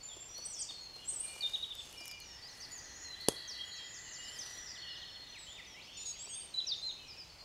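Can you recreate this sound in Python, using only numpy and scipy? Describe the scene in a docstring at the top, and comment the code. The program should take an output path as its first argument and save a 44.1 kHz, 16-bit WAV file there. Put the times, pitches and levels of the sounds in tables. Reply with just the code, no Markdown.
"""Dawn chorus at the edge of a meadow: near and far songbirds whistle, slur and twitter over each other,
a distant woodpecker calls, and close by something rustles and ticks, with one sharp click.
The birds are gliding, wavering tones, and the wooded slope gives them a soft echo made of random reflections.
Rustle and air are shaped noise; ticks, taps and the click are short pulses coloured by what is struck."""
import sys
import numpy as np
from scipy import signal
from scipy.fft import rfft, irfft
from scipy.io import wavfile

SR = 44100
rng = np.random.default_rng(int(sys.argv[2]) if len(sys.argv) > 2 else 0)


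def log_audio(samples):
    """Write samples as a 16-bit WAV file to the path given in sys.argv[1]."""
    # one column per channel
    frames = np.atleast_2d(samples).T
    # limit to full scale, then quantise
    limited = np.clip(frames, -1, 1)
    pcm = np.round(limited * 32767).astype(np.int16)
    wavfile.write(sys.argv[1], SR, pcm)


N = 328104
TIME = np.arange(N) / SR  # seconds
# Levels in all tables are relative: gains in the functions set the final balance.


def amp(db):
    """Turns decibels into a gain."""
    return 10 ** (np.asarray(db) / 20)


def unit(x):
    """Scales a sound to an average strength (rms) of 1."""
    return x / np.sqrt(np.mean(x ** 2) + 1e-20)


def at_hz(points, hz):
    """Reads a frequency table between its rows, on a logarithmic frequency axis."""
    table_hz, value = np.transpose(points)
    return np.interp(np.log(hz + 1), np.log(table_hz), value)


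def level(curve):
    """Gain at every sample from (time [s], level [dB]) rows."""
    return amp(np.interp(TIME, *np.transpose(curve)))


def add(mix, s, sound):
    """Adds a sound to the mix at time s, cutting off what runs past the end."""
    part = mix[max(round(s * SR), 0):][:len(sound)]
    part += sound[:len(part)]


def noise(colour, size=N):
    """Random hiss of rms 1, with each frequency made as strong as the table says."""
    spectrum = rfft(rng.standard_normal(size))
    gain = amp(at_hz(colour, np.fft.rfftfreq(size, 1 / SR)))
    return unit(irfft(spectrum * gain, size))


def wander(t, rate):
    """Random drift of size about 1, with a new target value `rate` times a second."""
    return np.interp(t * rate, np.arange(2000), rng.standard_normal(2000))


def woods(x, wet_db, delay):
    """Adds scatter from trunks and slope, which builds up over `delay` seconds and dies by frequency."""
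    # how long the echo lasts: (frequency [Hz], time to fall by 60 dB [s])
    echo_times = [(1500, 0.69), (3500, 0.62), (6000, 0.46), (9000, 0.47), (14000, 0.38)]
    t = np.arange(SR) / SR
    hits = rng.random(SR) < 2500 / SR  # about 2500 reflections a second
    reflections = rng.standard_normal(SR) * hits * (1 - np.exp(-(t / delay) ** 2))
    hz, when, bands = signal.stft(reflections, SR, nperseg=256)
    fading = amp(-60 * when / at_hz(echo_times, hz)[:, None])
    tail = signal.istft(bands * fading, SR, nperseg=256)[1]
    echo = signal.fftconvolve(x, tail / np.linalg.norm(tail))[:N]
    return x + amp(wet_db) * echo


def glide(s, length, from_hz, to_hz, db, bend=0, swell_db=0, arch_db=0):
    """A note as (s, Hz, dB) rows. Bend above 0 moves early and levels off; below 0 it holds, then moves."""
    u = np.linspace(0, 1, num=12)  # progress through the note
    pitch = from_hz + (to_hz - from_hz) * (u + bend * u * (1 - u))
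    loud = db + swell_db * (u - .5) + arch_db * (np.sin(np.pi * u) - 2 / np.pi)
    return np.transpose([s + length * u, pitch, loud])


def sing(notes, fade, flutter_db, waver_hz, tremble_hz=0, tremble_rate=200, throat=((1, 0),)):
    """A bird's voice box plays (s, Hz, dB) rows: nearly pure tones wavering in pitch and strength."""
    out = np.zeros(N)
    for note in notes:
        when, pitch, loud = np.transpose(note)
        start = when[0] - fade / 2
        t = np.arange(0, when[-1] - when[0] + fade, 1 / SR)
        hz = np.interp(start + t, when, pitch) + waver_hz * wander(t, 262)
        hz = hz + tremble_hz * np.sin(2 * np.pi * tremble_rate * t + wander(t, 60))
        db = np.interp(start + t, when, loud) + flutter_db * wander(t, 87.0)
        edges = np.sin(np.pi / 2 * np.clip(np.minimum(t, t[-1] - t) / fade, 0, 1)) ** 2
        phase = 2 * np.pi * np.cumsum(hz) / SR
        tone = sum(amp(gain_db) * np.sin(round(multiple) * phase) for multiple, gain_db in throat)
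        add(out, start, np.sqrt(2) * amp(db) * edges * tone)
    return out


def snap(colour, decay, tail_db, tail_decay, grit_db=-10, size=4096):
    """One sharp pulse and a dying burst of grit, coloured by what was struck; peak 1."""
    t = np.arange(size) / SR
    fading = np.exp(-t / decay) + amp(tail_db) * np.exp(-t / tail_decay)
    burst = amp(grit_db) * rng.standard_normal(size) * fading
    burst[0] = 1
    log_gain = np.log(amp(at_hz(colour, abs(np.fft.fftfreq(size, 1 / SR)))))
    # causal filter: nothing sounds before the blow
    body = np.fft.ifft(np.exp(np.conj(signal.hilbert(log_gain)))).real
    sound = signal.fftconvolve(burst, body[:size // 2])[:size]
    return sound / abs(sound).max()


def near_singer():
    """Long notes and arched chips; at the end of each the tension lets go, so pitch and level fall."""
    # long notes, one curve each: (time [s], pitch [Hz], level [dB])
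    long_notes = [
        [(1.408, 4486, -35.5), (1.418, 4550, -43), (1.428, 3720, -39), (1.432, 3666, -35.5), (1.466, 3662, -33),
         (1.471, 3700, -39)],
        [(6.54, 4120, -43), (6.548, 3945, -35.5), (6.56, 3920, -48), (6.588, 4010, -31), (6.602, 3910, -34)],
        [(6.667, 6060, -47), (6.673, 5860, -38.5), (6.697, 4680, -37), (6.709, 4574, -39), (6.721, 3690, -32),
         (6.74, 3560, -40.5)],
        [(6.826, 4090, -42), (6.834, 4100, -40), (6.868, 4130, -36), (6.884, 4055, -39.5), (6.892, 3820, -42),
         (6.91, 3670, -41.5)],
    ]
    # short chips: (start [s], length [s], top pitch [Hz], level [dB])
    chip_rows = [(0.688, 0.02, 3745, -44), (1.534, 0.022, 3820, -34.5), (1.626, 0.016, 3870, -35),
                 (1.706, 0.017, 3674, -40), (1.785, 0.019, 3620, -42.5)]
    chip_start, chip_end = .95, 0.95  # pitch at the ends of a chip, as a share of its top
    flick = (0.0065, -840, -12)  # closing down-flick: (length [s], pitch change [Hz], level change [dB])
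    chips = []
    for s, length, hz, db in chip_rows:
        first = (s, chip_start * hz, db - 5)
        top = (s + length / 2, hz, db)
        last = (s + length, chip_end * hz, db)
        chips.append([first, top, last])
    notes = [[*note, np.add(note[-1], flick)] for note in list(long_notes) + chips]
    voice = sing(notes, fade=0.0042, flutter_db=1.0, waver_hz=25)
    return amp(-1.2) * woods(voice, wet_db=-7.0, delay=0.0032)


def high_singers():
    """Trembling twitters, thin clear seeps and nasal calls, whose overtones outlast no note but colour it."""
    # trembling syllables, one curve each: (time [s], pitch [Hz], level [dB])
    twitter_curves = [
        [(0.448, 7833, -57), (0.46, 8220, -41.5), (0.474, 8810, -48), (0.49, 7500, -45)],
        [(0.5, 8460, -45), (0.504, 8520, -48.5), (0.514, 8000, -52), (0.53, 7500, -45), (0.546, 6400, -42.5),
         (0.553, 5840, -48)],
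        [(0.588, 8780, -54), (0.596, 8651, -44.5), (0.612, 8170, -47), (0.632, 5771, -35.5), (0.636, 5570, -47),
         (0.645, 5150, -51)],
        [(1.05, 7520, -48), (1.058, 7500, -49.5), (1.084, 7840, -40.5), (1.092, 8250, -35), (1.11, 8575, -48),
         (1.142, 8424, -37.5), (1.15, 8200, -43)],
        [(1.16, 8147, -44), (1.17, 7850, -42), (1.198, 8100, -47), (1.21, 8584, -34.5), (1.222, 8590, -45.5),
         (1.3, 8620, -49.5), (1.336, 7900, -49.5)],
    ]
    # thin, clear notes, one curve each: (time [s], pitch [Hz], level [dB])
    seep_curves = [
        [(6.19, 7640, -60), (6.198, 7430, -52), (6.214, 7530, -48), (6.252, 8070, -50.5), (6.26, 7600, -47)],
        [(6.29, 8500, -55), (6.3, 8280, -51.5), (6.384, 8660, -46.5), (6.392, 8366, -50), (6.402, 8670, -50),
         (6.424, 8420, -51), (6.458, 8850, -56), (6.47, 8540, -56)],
    ]
    # nasal notes: (start [s], length [s], from [Hz], to [Hz], level [dB])
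    nasal_rows = [(5.971, 0.067, 1381, 1403, -49.5), (6.055, 0.065, 1351, 1330, -44.5)]
    # overtones that sound in place of the nasal base pitch: (multiple of the pitch, level [dB])
    overtones = [(3, -9.5), (4, -11.5), (5, 3.5), (6, -12.5), (7, -29), (8, -29), (9, -32), (10, -36)]
    twitter = sing(twitter_curves, fade=0.00198, flutter_db=4.5, waver_hz=91, tremble_hz=132,
                   tremble_rate=180)
    seep = sing(seep_curves, fade=0.0024, flutter_db=0.0, waver_hz=50)
    nasal = sing([glide(*row) for row in nasal_rows], fade=0.011, flutter_db=1.5, waver_hz=11,
                 throat=overtones)
    out = amp(-1.5) * woods(twitter, wet_db=-8.5, delay=0.0091)
    out += amp(1.5) * woods(seep, wet_db=-10, delay=0.015)
    return out + amp(-1.5) * woods(nasal, wet_db=-8.0, delay=0.01)


def slurs():
    """Birds in the middle distance slide between pitches, each kind of note with its own shape."""
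    # one bird's steep slur, always the same shape: (start [s], level [dB])
    steep_slurs = [(2.603, -48.5), (3.477, -46.5), (3.748, -60), (3.938, -58), (4.124, -52), (4.387, -47.5)]
    # calls of two like falling notes: (start [s], gap to second note's start [s], level [dB])
    double_calls = [(1.975, 0.097, -54), (4.235, .097, -53.5), (7.081, .092, -53.5)]
    # soft notes that dip and level off: (start [s], length [s], level [dB])
    sighs = [(0.705, 0.0345, -61), (0.808, 0.052, -62), (1.46, .12, -66), (1.75, 0.15, -67),
             (4.205, .055, -63), (6.287, 0.065, -50), (6.607, .09, -64.5), (6.759, .05, -59),
             (6.866, 0.077, -61.5)]
    # notes that nearly hold their pitch, then droop: (start [s], length [s], end pitch [Hz], level [dB])
    droops = [(2.027, 0.13, 6260, -64.5), (2.247, 0.13, 5450, -67), (2.712, 0.088, 5790, -52.5),
              (2.768, 0.11, 6170, -60), (2.959, .12, 6460, -56.5), (3.649, 0.13, 6420, -58),
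              (3.843, 0.14, 6440, -57.5)]
    # falling slurs: (start [s], length [s], from [Hz], to [Hz], level [dB])
    falls = [(0.085, 0.064, 3760, 3140, -57.5), (0.567, 0.057, 3500, 3100, -60.5),
             (1.022, .044, 3440, 3130, -61), (1.133, 0.01, 6710, 5280, -54),
             (1.762, .16, 8060, 7100, -66.5), (2.05, 0.077, 6330, 5120, -60),
             (2.21, 0.046, 6900, 5650, -60), (2.256, .14, 5740, 5250, -57), (2.48, .07, 6840, 5170, -60),
             (3.045, 0.11, 4260, 3990, -51), (4.657, 0.073, 5730, 4620, -51),
             (5.27, 0.037, 3860, 3280, -61), (5.327, .062, 3640, 1810, -57), (5.385, 0.15, 8070, 6980, -59),
             (5.553, 0.054, 3670, 1880, -55), (5.649, 0.017, 5500, 3600, -54.5),
             (5.572, 0.022, 6730, 4570, -64), (5.666, 0.097, 6150, 5250, -61),
             (5.94, .076, 6560, 5040, -59), (6.145, .027, 3000, 1920, -62), (6.54, .05, 8040, 6850, -69),
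             (6.812, 0.046, 8900, 7250, -68), (6.996, 0.079, 3090, 2870, -60.5),
             (7.145, 0.051, 2950, 2370, -65)]
    # rising slurs: (start [s], length [s], from [Hz], to [Hz], level [dB])
    rises = [(1.085, 0.035, 5450, 7600, -55), (2.424, .055, 4400, 5100, -52.5),
             (2.583, 0.072, 4190, 4980, -56), (5.422, 0.048, 4700, 5700, -77),
             (5.467, .064, 2950, 3550, -54.5), (5.744, .058, 1880, 2420, -59.5),
             (5.799, 0.031, 2360, 4550, -56), (5.828, 0.05, 4530, 5620, -64),
             (5.869, .069, 2540, 3630, -59), (6.247, .1, 2280, 3260, -65),
             (6.294, 0.084, 2980, 3700, -56.5), (6.655, 0.078, 2400, 3650, -63)]
    notes = [glide(s, .056, 6500, 4150, db, bend=0.164, swell_db=-1.0, arch_db=2) for s, db in steep_slurs]
    for s, gap, db in double_calls:
        notes += [glide(s + lag, .054, 5570, 4710, db, bend=0.21, swell_db=3.5) for lag in (0, gap)]
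    notes += [glide(s, length, 6950, 6430, db, bend=1.2, swell_db=8) for s, length, db in sighs]
    notes += [glide(s, length, 6870, hz, db, bend=-1.7, swell_db=2.5) for s, length, hz, db in droops]
    notes += [glide(*row, bend=.45, swell_db=-1.5, arch_db=-0.5) for row in falls]
    notes += [glide(*row, bend=0.256, swell_db=-1.5) for row in rises]
    return woods(sing(notes, fade=0.0064, flutter_db=3.0, waver_hz=22), wet_db=-6, delay=0.0097)


def pips(count=6):
    """Tiny notes that rise quickly in pitch, some scattered and some in an even run."""
    # scattered pips: (start [s], starting pitch [Hz], level [dB])
    scattered = [(2.484, 4030, -54.5), (2.705, 4310, -57), (2.78, 4530, -55.5), (4.09, 4000, -59),
                 (4.278, 4100, -56), (4.463, 4150, -57), (4.568, 4030, -57), (4.625, 5250, -57),
                 (5.255, 4150, -72), (6.246, 5280, -56.5)]
    length_s, rise = 0.0227, 1.12  # rise: end pitch as a multiple of the starting pitch
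    run_s, step_s, run_hz, run_db = 6.055, .07, 4420, -56.5
    run = [(run_s + k * step_s, run_hz, run_db) for k in range(count)]
    notes = [glide(s, length_s, hz, rise * hz, db) for s, hz, db in list(scattered) + run]
    return amp(1.0) * woods(sing(notes, fade=.007, flutter_db=0.5, waver_hz=22), wet_db=-4.5, delay=0.0077)


def trill(count=7):
    """One bird repeats the same quick falling chirp at even steps."""
    start_s, step_s, chirp_s = 4.754, .066, 0.026
    from_hz, to_hz, db = 3700, 2850, -52.5
    notes = [glide(start_s + k * step_s, chirp_s, from_hz, to_hz, db) for k in range(count)]
    return woods(sing(notes, fade=.006, flutter_db=1.2, waver_hz=15), wet_db=-6, delay=.025)


def buzzes():
    """A very fast, uneven warble spreads each note into a buzzing band."""
    # buzzy notes: (start [s], length [s], pitch [Hz], warble depth [Hz], level [dB])
    buzz_rows = [(0.55, 0.051, 5440, 200, -48.5), (0.584, 0.076, 4815, 196, -53),
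                 (0.697, 0.187, 4350, 117, -58.5), (2.805, 0.25, 6130, 490, -58.5),
                 (3.199, 0.054, 4230, 238, -48), (3.362, 0.048, 4260, 288, -48.5),
                 (3.531, 0.056, 4210, 300, -49.5), (3.713, 0.047, 4185, 290, -48.5),
                 (3.886, 0.27, 7220, 200, -58.5), (3.939, 0.23, 6650, 346, -58.5),
                 (4.493, 0.25, 7230, 304, -64.5), (4.67, 0.053, 5350, 497, -51.5)]
    out = np.zeros(N)
    for s, length, hz, depth_hz, db in buzz_rows:
        note = glide(s, length, hz, hz, db)
        out += sing([note], fade=.015, flutter_db=1.0, waver_hz=0.35 * depth_hz, tremble_hz=depth_hz,
                    tremble_rate=110)
    return woods(out, wet_db=-2.0, delay=0.026)


def far_singers():
    """Nearly level whistles and a call of two overlapping tones; much of both arrives as echo."""
    # long notes from the trees: (start [s], length [s], from [Hz], to [Hz], level [dB])
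    whistle_rows = [(0.0, 0.014, 4440, 4470, -53), (0.104, 0.25, 3397, 3493, -69),
                    (0.032, 0.16, 7110, 7250, -53.5), (0.204, 0.044, 7400, 7320, -54.5),
                    (0.291, 0.35, 5805, 5900, -55.5), (0.346, 0.1, 4220, 4500, -55),
                    (0.685, 0.17, 4510, 4240, -58.5), (0.856, 0.16, 4345, 4146, -56.5),
                    (0.986, 0.07, 2880, 2897, -63.5), (1.27, 0.045, 4130, 4450, -58),
                    (2.2, 0.035, 4340, 4290, -56.5), (2.844, 0.21, 4270, 4220, -67),
                    (3.277, 0.066, 3390, 3280, -55.5), (3.437, 0.057, 3284, 3285, -54.5),
                    (3.553, 0.16, 2930, 2920, -65), (3.588, 0.059, 3220, 3225, -50.5),
                    (3.766, 0.098, 7200, 7230, -63), (3.785, 0.034, 3270, 3230, -51),
                    (4.129, 0.23, 7160, 7250, -57.5), (4.183, 0.12, 2870, 2900, -59),
                    (4.257, 0.15, 3025, 3200, -62), (4.41, 0.3, 5856, 5825, -56.5),
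                    (4.781, 0.314, 4350, 4277, -57.5), (4.862, .097, 2900, 2875, -56.5),
                    (5.095, 0.31, 4330, 4210, -59.5), (5.516, 0.12, 3655, 3620, -60.5),
                    (5.946, 0.13, 3560, 3660, -61), (6.16, 0.067, 6650, 6710, -63),
                    (6.361, 0.1, 3595, 3590, -63.5), (6.95, 0.075, 4154, 4110, -62),
                    (6.967, 0.19, 2660, 2424, -67.5), (7.297, 0.032, 4470, 4450, -58.5),
                    (7.387, 0.074, 4770, 4720, -62), (7.388, 0.054, 4290, 4290, -61)]
    # two-tone calls: (start [s], length [s], level [dB])
    two_tones = [(1.207, 0.236, -58.5), (1.932, 0.247, -58.5)]
    upper_hz, lower_hz = 2893, 2395
    lag_s, share, lower_db = .03, 0.76, -4  # the lower tone is later, shorter and softer
    notes = [glide(*row, bend=0.613, swell_db=-5, arch_db=1) for row in whistle_rows]
    whistles = woods(sing(notes, fade=.02, flutter_db=2.3, waver_hz=45.2), wet_db=-2.5, delay=0.01)
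    pair = []
    for s, length, db in two_tones:
        # the upper tone dips in the middle, the lower one fades
        pair.append(glide(s, length, upper_hz, upper_hz, db, arch_db=-6.5))
        pair.append(glide(s + lag_s, share * length, lower_hz, lower_hz, db + lower_db, swell_db=-14, arch_db=1))
    calls = woods(sing(pair, fade=.018, flutter_db=3.5, waver_hz=31), wet_db=1.5, delay=.04)
    return amp(2.0) * whistles + amp(-2.0) * calls


def woodpecker(rate=6.1, low_hz=1100, top_hz=1990, fall_hz=300):
    """Steadily repeated notes sweep up, ring at the top and sag; they arrive mostly as echo."""
    # the long call: (time [s], level [dB])
    call_level = [(2.2, -65), (2.23, -66), (3.05, -59.5), (4.92, -58.5), (5.31, -68), (5.8, -72)]
    u = (TIME * rate + 0.0793 * wander(TIME, 2)) % 1  # progress through each note
    climb = np.sin(np.pi / 2 * np.minimum(u / .6, 1)) ** 1.5
    sag = np.clip((u - .6) / .3, 0, 1) ** 2
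    hz = low_hz + (top_hz - low_hz) * climb - fall_hz * sag
    edges = np.sin(np.pi * np.minimum(u / 0.93, 1)).clip(0) ** 0.078
    strength = amp((hz - top_hz) / 70) * edges  # 1 dB softer for every 70 Hz below the top
    hz = hz + 35 * wander(TIME, 250) + 25 * wander(TIME, 12)
    voice = strength * np.sin(2 * np.pi * np.cumsum(hz) / SR)
    to_nearest_end = np.minimum(TIME - call_level[0][0], call_level[-1][0] - TIME)
    calling = np.clip(to_nearest_end / 0.12, 0, 1)
    return amp(1.0) * calling * level(call_level) * unit(woods(voice, wet_db=1.0, delay=0.032))


def handling():
    """Close rustle of swelling noise, with bright ticks and dull taps made of short struck pulses."""
    # swells of rustling: (time of peak [s], half-length [s], level [dB])
    swell_rows = [(.46, .16, -75), (1.35, 0.25, -63.5), (1.94, 0.12, -66.5), (2.64, 0.12, -72),
                  (3.403, 0.34, -74), (3.72, 0.087, -89), (4.443, 0.16, -65.5)]
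    # colour of the rustle: (frequency [Hz], level [dB])
    rustle_colour = [(90, -0.5), (250, 5), (600, 9.5), (2000, 2), (6000, 7.5), (10000, 4.5), (13000, -4),
                     (16000, -14)]
    # bright ticks: (time [s], level [dB])
    tick_rows = [(0.3814, -53), (1.1772, -57), (1.752, -48.5), (1.927, -52), (2.0557, -45), (2.0793, -43.5),
                 (2.113, -46.5), (2.2017, -50), (2.7192, -55), (2.7797, -56), (3.2103, -53)]
    # colour of the ticks: (frequency [Hz], level [dB])
    tick_colour = [(200, -24.5), (1500, 2), (4000, -1.5), (9000, 4.5), (13000, 2), (16000, -8.5)]
    # dull taps: (time [s], level [dB])
    tap_rows = [(0.164, -48), (0.384, -48), (0.703, -49.5), (0.959, -48.5), (1.121, -52), (1.36, -45),
                (1.431, -51), (2.004, -47), (3.505, -52), (6.27, -49.5)]
    # colour of the taps: (frequency [Hz], level [dB])
    tap_colour = [(80, -43), (350, 13), (1200, 5.5), (2500, -27), (6000, 0.5), (15000, -22.5)]
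    swells = amp(-79)  # the rustle never quite stops
    for s, half, db in swell_rows:
        swells = swells + amp(db) / (1 + ((TIME - s) / half) ** 4)
    out = amp(5) * swells * noise(rustle_colour) * amp(2.5 * wander(TIME, 240))
    # ticks and taps start slightly after their listed times
    for s, db in tick_rows:
        tick = snap(tick_colour, decay=0.00041, tail_db=-18.5, tail_decay=0.012)
        add(out, s + 0.0007, amp(db + 14.5) * tick)
    for s, db in tap_rows:
        tap = snap(tap_colour, decay=.005, tail_db=-14, tail_decay=.012, grit_db=-3)
        add(out, s + .003, amp(db + 4) * tap)
    return out


def click():
    """A hard click rings the casing briefly, rebounds twice and scatters back from the grass."""
    # the click and its two small rebounds: (time [s], level [dB])
    blows = [(3.2855, -1), (3.305, -32), (3.3213, -28)]
    # ringing tones of the casing: (frequency [Hz], level [dB], time to fall by 60 dB [s])
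    casing = [(113, -47, 0.14), (219, -43, 0.055), (325, -37.5, .05), (440, -28.5, 0.035),
              (543, -35, 0.063), (1820, -34, 0.014), (3200, -73, 0.042), (6420, -38, 0.095)]
    # colour of the click: (frequency [Hz], level [dB])
    click_colour = [(60, -7), (130, -3), (300, 0.5), (470, 5), (600, 3), (720, -1), (1100, -2), (2000, -19),
                    (3500, -5.5), (7000, -7), (11000, -4), (12500, -19), (16000, -27.5)]
    out = np.zeros(N)
    t = np.arange(8192) / SR
    ring = sum(amp(db - 60 * t / t60) * np.sin(2 * np.pi * hz * t) for hz, db, t60 in casing)
    crack = amp(-8) * snap(click_colour, decay=.001, tail_db=-16, tail_decay=.005, grit_db=-8, size=len(t))
    scatter = amp(-45.5) * noise(click_colour, len(t)) * np.exp(-t / 0.059)
    for s, db in blows:
        add(out, s, amp(db) * (crack + ring + scatter))
    # weaken the rumble below 70 Hz
    return signal.sosfilt(signal.butter(2, 70, "high", fs=SR, output="sos"), out)


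def far_chorus(count=420):
    """Hundreds of faint chirps with random times and pitches melt into one shimmer."""
    # loudness of the distant chorus: (time [s], level [dB])
    chorus_level = [(0, -60), (1.0, -59), (1.8, -54), (3.6, -54), (4.3, -48), (5.2, -47), (6.3, -50),
                    (7.4, -58)]
    notes = []
    for when, span, pitch, slope, loud in rng.random((count, 5)):
        hz = 2800 * 2.1 ** pitch
        end_hz = hz * (1 + .5 * (slope - .55))
        notes.append(glide(when * N / SR, 0.023 + .05 * span, hz, end_hz, -14 * loud, bend=0.35))
    chirps = woods(sing(notes, fade=.008, flutter_db=2, waver_hz=35), wet_db=.5, delay=.02)
    return amp(-9.0) * level(chorus_level) * unit(chirps)


def morning_air():
    """Still air as soft shaped noise whose level drifts slightly."""
    # colour of the air: (frequency [Hz], level per Hz [dB])
    air_colour = [(15, -38), (25, -0.5), (66, 3.5), (229, -6), (911, -6.5), (1560, -12), (2410, -8.5),
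                  (3340, -8.5), (3920, -14), (4870, -9.5), (6050, -14), (6560, -13), (9320, -27),
                  (14800, -29.5), (16000, -26)]
    return amp(-59) * noise(air_colour) * amp(.5 * wander(TIME, 2.94))


def microphone_difference(mid):
    """What the two microphones do not share: faint noise, and a little of the sound's rate of change."""
    # colour of the unshared noise: (frequency [Hz], level per Hz [dB])
    unshared_colour = [(12, -30), (20, -5.5), (788, -9), (1980, -12), (3350, -11), (4430, -11),
                       (5380, -9.5), (14300, -15.5), (15500, -19.5)]
    return amp(-72.5) * noise(unshared_colour) + amp(-34) * np.gradient(mid)


def scene():
    """Birds and handling over still morning air; the two close microphones hear almost the same."""
    birds = near_singer() + high_singers() + slurs() + pips() + trill() + buzzes()
    birds += far_singers() + woodpecker() + far_chorus()
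    mid = birds + handling() + click() + morning_air()
    side = microphone_difference(mid)
    return np.array([mid + side, mid - side])


def record(dry):
    """The recorder's band limit: a low-pass filter takes away the sound above about 15750 Hz."""
    low_pass = signal.firwin(255, 15750, window=("kaiser", 8), fs=SR)
    return signal.oaconvolve(dry, low_pass[None], "same")


dry = scene()
out = record(dry)
log_audio(out)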